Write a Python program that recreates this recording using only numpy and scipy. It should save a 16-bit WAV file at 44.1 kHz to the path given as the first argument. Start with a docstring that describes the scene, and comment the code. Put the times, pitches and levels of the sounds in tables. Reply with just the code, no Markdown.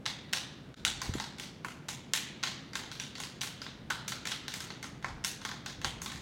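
"""Dry, bony antler rattling in woods: hard clashes, then quick runs of tines knocking and skidding.
A hunter in a tree rattles two deer antlers; each contact is a sum of bending modes plus noise cracks.
Shaped noise scatters each contact back from bare trunks, dying away in the woods.
Decaying low sines make a few dull bumps near the microphone; coloured noise makes distant rumble
and a light gusting breeze. The level dips briefly once."""
import sys
import numpy as np
from scipy import signal
from scipy.fft import rfft, irfft, next_fast_len
from scipy.io import wavfile

SR = 44100
rng = np.random.default_rng(int(sys.argv[2]) if len(sys.argv) > 2 else 0)


def int16_out(signal):
    """Quantize to a 16-bit WAV file."""
    q = np.round(np.clip(np.atleast_2d(signal).T, -1, 1) * 32767)
    wavfile.write(sys.argv[1], SR, q.astype(np.int16))


N = 273861
USUAL_DB = -35.5  # level of an ordinary stroke

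# band filters for knock, body and snap: order, band [Hz]
BANDS = ((2, [750, 2000]), (3, [2200, 6200]), (3, [6000, 20000]))
REGISTERS = [signal.butter(order, band_hz, 'bandpass', fs=SR, output='sos') for order, band_hz in BANDS]


def amp(db):
    """Decibels to gain."""
    return 10 ** (np.asarray(db) / 20)


def unit(x):
    """x at rms 1."""
    return x / np.sqrt(np.mean(x ** 2) + 1e-20)


def along(points, hz):
    """(Hz, value) points interpolated on a log frequency axis."""
    points_hz, values = np.transpose(points)
    return np.interp(np.log(hz + 1), np.log(points_hz), values)


def filtered(x, response):
    """x filtered by a gain that is a function of frequency."""
    size = next_fast_len(len(x) + 4096)
    spectrum = rfft(x, size) * response(np.fft.rfftfreq(size, 1 / SR))
    return irfft(spectrum, size)[:len(x)]


def noise(spectrum, size):
    """Coloured noise of rms 1."""
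    return unit(filtered(rng.standard_normal(size), lambda hz: amp(along(spectrum, hz))))


def add(track, s, sound):
    """Mix a sound into the track at s seconds."""
    part = track[round(s * SR):][:len(sound)]
    part += sound[:len(part)]


def antlers():
    """Every contact arrives straight and again by way of the trees; the tines chatter as they slide on."""
    # the struck tine rings clearest under a light touch, away from the knocking beam and snapping tip
    tine_base_db, tine_per_knock, tine_per_snap, tine_per_level = 2, -0.45, -0.5, -0.35  # slopes: dB/dB
    # a knock on the beam singles out its pitch
    focus_base_db, focus_per_knock = 6.5, 0.19  # slope: dB/dB
    # harder contacts stand further above their echo
    woods_db, echo_per_level = -1.85, -0.14  # slope: dB/dB
    # summed over all directions, the knock varies less and the tine's ring is weaker
    echo_knock_share, echo_tine_db = 0.76, -9
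    chatter_db, chatter_start_s, chatter_span_s = -11, 0.008, 0.06

    track = np.zeros(N)
    for s, level_db, knock_db, snap_db, beam_hz, tine_hz in contacts():
        force_db = level_db - USUAL_DB
        tine_db = tine_base_db + tine_per_knock * knock_db + tine_per_snap * snap_db
        tine_db += tine_per_level * force_db
        focus_db = focus_base_db + focus_per_knock * knock_db
        blow = amp(level_db) * strike(knock_db, snap_db, beam_hz, tine_hz, tine_db, focus_db)
        thrown = amp(level_db) * strike(echo_knock_share * knock_db, snap_db, beam_hz, tine_hz,
                                        tine_db + echo_tine_db, focus_base_db)
        add(track, s, blow)
        add(track, s, amp(woods_db + echo_per_level * force_db) * scattered(thrown))
        # five bounces of random force, weaker on average the later they come
        for when, force in rng.random(size=(5, 2)):
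            bounce = amp(chatter_db) * force * (1 - when / 2) * blow
            add(track, s + chatter_start_s + when * chatter_span_s, bounce)
    return track


def contacts():
    """Each stroke as graze, blow and rebound: (s, level dB, knock dB, snap dB, beam Hz, tine Hz)."""
    # strokes of the antlers: (time [s], body level [dB], low knock re body [dB], high snap re body [dB],
    # beam pitch [Hz], struck tine's pitch [Hz], graze lead [s], rebound strength [0-1]); 0 = none
    strokes = [(0.062, -29.5, -5, -13, 1980, 4070, 0.0058, 0),
               (0.333, -26.5, -6.5, -7.5, 1750, 5370, 0.0046, 0.31),
               (0.742, -47, -2.5, -12, 1397, 3830, 0, 0.04), (0.8502, -23.5, -10.5, -7.5, 1400, 3840, 0, 0),
               (0.8654, -41.5, 6, -31, 1440, 4680, 0, 0.01),
               (1.0173, -37, -1, -6, 970, 4726, 0.00052, 0.42), (1.138, -40, -2, -6.5, 1180, 7200, 0, 0),
               (1.1995, -35.5, -1, -11.5, 855, 3970, .017, 0.35),
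               (1.398, -39, -7.5, -8, 1969, 3424, .014, 0.53),
               (1.6469, -46.5, 12, -4.5, 1026, 3300, 0, 0.7),
               (1.8887, -35.5, -5.5, -5, 799, 3960, 0.0037, 0.03),
               (2.1358, -25.5, -7, -6, 1879, 7360, 0.00035, 0.3),
               (2.4356, -29, -4.5, -12.5, 1850, 3300, 0.0062, 0.46),
               (2.7541, -33.5, -2.5, -9, 1907, 4570, 0.021, 0.28), (2.8365, -45, -1, -21, 845, 2980, 0, 0),
               (2.9154, -41, -5.5, -10.5, 1533, 4130, 0, 0.38),
               (2.9987, -37, -6.5, -10, 1485, 5900, 0.00048, 0.3),
               (3.1534, -43, -8.5, -14.5, 1922, 4530, 0.0002, 0.31),
               (3.2013, -38.5, -3.5, -5, 1042, 3680, 0.02, 0), (3.236, -39.5, -7, -8, 1110, 4867, 0, 0),
               (3.4148, -33, -11, -7, 1050, 6020, 0.0045, 0),
               (3.4329, -38.5, -3, -5.5, 1470, 4422, 0, 0.65),
               (3.6177, -43, -5, -13, 1443, 4897, 0.00041, 0.02),
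               (3.6652, -44, -1, -29, 1062, 3575, 0.00066, 0.01),
               (3.9044, -32.5, 3.5, -11.5, 1521, 2579, 0.0028, 0.02),
               (4.0811, -36, -8, -3, 1645, 5840, 0.0022, 0), (4.1208, -36, -2, -17, 1420, 3063, 0, 0),
               (4.254, -37, -2, -10, 2140, 2286, 0, 0.01),
               (4.272, -35.5, -7, -5.5, 1850, 5495, 0.00064, .4),
               (4.3177, -34, -5, -15, 1370, 3392, 0.001, 0.01),
               (4.4813, -38, -5.5, -10.5, 1720, 3898, 0.00028, 0.39),
               (4.54, -38.5, -4, -5, 2090, 5080, 0.0013, 0.02),
               (4.6045, -41.5, -2.5, -4.5, 1439, 5100, 0.00015, 0),
               (4.7033, -42.5, -1.5, -18, 933, 4337, .035, 0),
               (4.8281, -45, -2, -4.5, 1939, 4410, 0.00043, 0), (4.841, -46.5, 3, -15, 1350, 6290, 0, 0),
               (5.0449, -44, 13, -13, 1148, 3080, .019, 0.55),
               (5.247, -30, -7.5, -2.5, 1696, 5420, 0.0064, 0.15),
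               (5.45, -35, -1, -11, 1168, 3412, .034, .45), (5.5141, -44, 3.5, -14, 1690, 2696, 0, 0.02),
               (5.661, -38.5, -3.5, -10, 1580, 4050, 0.00048, 0.36),
               (5.8457, -29.5, -2.5, -11.5, 1170, 2600, 0.03, 0),
               (6.0182, -44.5, -2, 1.5, 1088, 6430, 0.00062, 0.01),
               (6.0602, -37, -5, -10.5, 1080, 3740, 0, 0.34), (6.119, -44, 0, -7, 1797, 2730, 0, 0.73)]
    # a graze is weaker the longer its lead, and grows only partly with the blow's force
    graze_base_db, graze_db_per_s, graze_follows = -41, -220, 0.65
    # the antlers spring apart and meet once more, with less snap
    rebound_s, rebound_spread_s, rebound_snap_db = 0.039, 0.001, -2

    slips = rng.standard_normal(len(strokes))
    for stroke, slip in zip(strokes, slips):
        s, level_db, knock_db, snap_db, beam_hz, tine_hz, lead_s, rebound = stroke
        light_knock_db = min(knock_db, 0)
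        if lead_s > 0:
            graze_db = graze_base_db + graze_follows * (level_db - USUAL_DB) + graze_db_per_s * lead_s
            yield s - lead_s, graze_db, light_knock_db, snap_db, beam_hz, tine_hz
        yield s, level_db, knock_db, snap_db, beam_hz, tine_hz
        if rebound > 0:
            again_s = s + rebound_s + rebound_spread_s * slip
            again_db = level_db + 20 * np.log10(rebound)
            yield again_s, again_db, light_knock_db, snap_db + rebound_snap_db, beam_hz, tine_hz


def strike(knock_db, snap_db, beam_hz, tine_hz, tine_db, focus_db):
    """One contact: the tines bite, skid over a few ridges and ring both antlers' bending modes."""
    # antlers' bending modes: (frequency [Hz], relative level [dB], t60 [s])
    antler_modes = [(852, -4.5, 0.043), (1073, -5, 0.05), (1165, -11.5, 0.023), (1354, -1.5, 0.042),
                    (1543, 0.5, 0.043), (1813, -1.5, 0.039), (2079, 4, 0.026), (2460, -15, 0.0092),
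                    (2706, -4, 0.048), (2896, 13, 0.0052), (3264, 11.5, 0.0068), (3500, 1, 0.059),
                    (3884, 6.5, 0.024), (4405, 3.5, 0.028), (4730, 10.5, 0.0061), (5230, -46, 0.0057),
                    (5410, -3, 0.03), (5820, 6, 0.0084), (6260, -1.5, 0.034), (6760, 2.5, 0.015),
                    (7590, -1.5, 0.018), (8450, -2.5, 0.01), (10320, -8.5, 0.013)]
    # crack of bone on bone: (frequency [Hz], relative density [dB per Hz])
    crack_spectrum = [(100, 22.5), (550, 5), (850, -29), (1500, -2.5), (2400, 8.5), (3800, 2), (6500, -7.5),
                      (9000, -9), (12000, -16), (16000, -21)]
    crack_db, crack_t60_s, tine_t60_s = 11, 0.031, 0.028
    focus_width = 0.1  # natural log of frequency ratio
    skid_db, skid_s = -6, 0.007
    vary_db, detune = 2, 0.02  # standard deviations; detune is a fraction of pitch

    t = np.arange(SR // 25) / SR
    rows = list(antler_modes) + [(tine_hz, tine_db, tine_t60_s)]
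    hz, db, t60_s = np.transpose(rows)[:, :, None]
    # the place of contact favours modes near the beam's pitch
    db = db + focus_db * np.exp(-(np.log(hz / beam_hz) / focus_width) ** 2)
    # grip and direction change the strength and pitch of every mode
    size, shift, phase = rng.standard_normal((3, len(hz), 1))
    envelopes = amp(db + vary_db * size - 60 * t / t60_s)
    modes = envelopes * np.sin(2 * np.pi * (hz * (1 + detune * shift) * t + phase))
    crack_envelope = amp(crack_db - 60 * t / crack_t60_s)
    bone = modes.sum(0) + crack_envelope * noise(crack_spectrum, len(t))
    # each ridge of the skid gives a fresh small crack
    for when, force in rng.random(size=(3, 2)):
        ridge = amp(skid_db) * force * crack_envelope * noise(crack_spectrum, len(t))
        add(bone, when * skid_s, ridge)
    # thick beams knock low, hard tips snap high
    knock, body, snap = [unit(signal.sosfilt(register, bone)) for register in REGISTERS]
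    blow = amp(knock_db) * knock + body + amp(snap_db) * snap
    # body energy equals rms 1 over 10 ms
    return blow * np.sqrt(0.01 * SR / len(t))


def scattered(blow):
    """The trees gather the blow from all directions, which evens out its narrow peaks and gaps."""
    # colour of the woods' answer: (frequency [Hz], gain [dB])
    echo_colour = [(200, 9), (800, 1), (1500, -5.5), (3000, 1.5), (6000, 1), (10000, 4), (16000, 4)]
    blur = 0.076  # smoothing half-width, fraction of frequency

    hz = np.fft.rfftfreq(len(blow), 1 / SR)
    energy = np.cumsum(np.abs(rfft(blow)) ** 2) * hz[1]
    reach_hz = blur * hz + hz[1]
    upper = np.interp(hz + reach_hz, hz, energy)
    lower = np.interp(hz - reach_hz, hz, energy)
    power = np.abs(upper - lower) / (2 * reach_hz)
    return filtered(woods(), lambda f: np.sqrt(np.interp(f, hz, power)) * amp(along(echo_colour, f)))


def woods():
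    """Echo of one contact: a quick, lumpy scatter from near trunks and a long faint tail."""
    # far ring time of the woods: (frequency [Hz], t60 [s])
    ring_times = [(300, 0.27), (1300, 1), (3500, 0.79), (6500, 0.54), (10000, 0.36), (16000, 0.14)]
    near_t60_s, far_db, rise_s = 0.24, -9, 0.026
    grain_db, grain_rate_hz = 2.0, 500

    hz, t, grid = signal.stft(rng.standard_normal(SR * 3 // 4), SR, nperseg=256)
    near = amp(-60 * t / near_t60_s)
    far = amp(far_db) * amp(-60 * t / along(ring_times, hz)[:, None])
    tail = signal.istft(grid * np.hypot(near, far), SR, nperseg=256)[1]
    t = np.arange(len(tail)) / SR
    lumps = np.interp(t * grain_rate_hz, np.arange(SR // 40), rng.standard_normal(SR // 40))
    tail = tail * amp(grain_db * lumps) * np.sqrt(1 - np.exp(-t / rise_s))
    return tail / np.linalg.norm(tail)


def bumps():
    """Soft low pushes: sines that swell and fade exponentially within a cycle or so, with no ring."""
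    # dull bumps: (centre time [s], envelope peak [dB], frequency [Hz], rise and fall constant [s])
    dull_bumps = [(0.876, -42, 71, 0.016), (1.093, -31, 298, 0.002), (1.098, -19, 96, 0.0025),
                  (1.131, -36, 87.9, 0.01), (1.155, -19.5, 262, 0.0013), (1.165, -36.5, 134, 0.017),
                  (5.877, -38, 138.7, 0.0063)]
    t = np.arange(N) / SR
    track = np.zeros(N)
    for s, db, hz, length_s in dull_bumps:
        envelope = amp(db) * np.exp(-np.abs(t - s) / length_s)
        track += envelope * np.sin(2 * np.pi * hz * (t - s))
    return track


def air():
    """Steady distant rumble through the trees; a light breeze on the microphone swells in short gusts."""
    # distant rumble: (frequency [Hz], relative density [dB per Hz])
    rumble_spectrum = [(20, -57), (45, -34), (70, -8), (100, -8), (132, 1), (165, -2.5), (250, -4.5),
                       (400, -12.5), (650, -17.5), (1000, -23.5), (2000, -27), (4000, -35.5), (8000, -44.5),
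                       (16000, -54)]
    # gusts on the microphone: (time [s], added level [dB])
    gusts = [(0.87, -54), (1.12, -45), (3.85, -54), (5.16, -48), (5.88, -44.5), (6.15, -51)]
    # breeze: (frequency [Hz], relative density [dB per Hz])
    breeze_spectrum = [(15, -38), (28, -21), (44, -1), (70, -4.5), (130, -6.5), (500, -26.5), (2000, -100)]
    gust_s, calm_db, rumble_db = 0.071, -64.5, -50  # gust_s: rise and fall constant

    t = np.arange(N) / SR
    buffet = amp(calm_db) + sum(amp(db) * np.exp(-np.abs(t - s) / gust_s) for s, db in gusts)
    breeze = buffet * noise(breeze_spectrum, N)
    rumble = amp(rumble_db) * noise(rumble_spectrum, N)
    return rumble + breeze


def scene():
    """Antlers, bumps and air at one microphone."""
    return (antlers() + bumps() + air())[None]


def record(dry):
    """The level dips briefly once, and nothing is kept above the band limit."""
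    dip_at_s, dip_db, fall_s, recover_s = 0.754, -35, 0.0067, 0.0093
    top_hz = 16000
    t = np.arange(N) / SR - dip_at_s
    depth = np.exp(-np.abs(t / np.where(t < 0, fall_s, recover_s)))
    return filtered(dry[0] * amp(dip_db * depth), lambda hz: hz < top_hz)[None]


dry = scene()
out = record(dry)
int16_out(out)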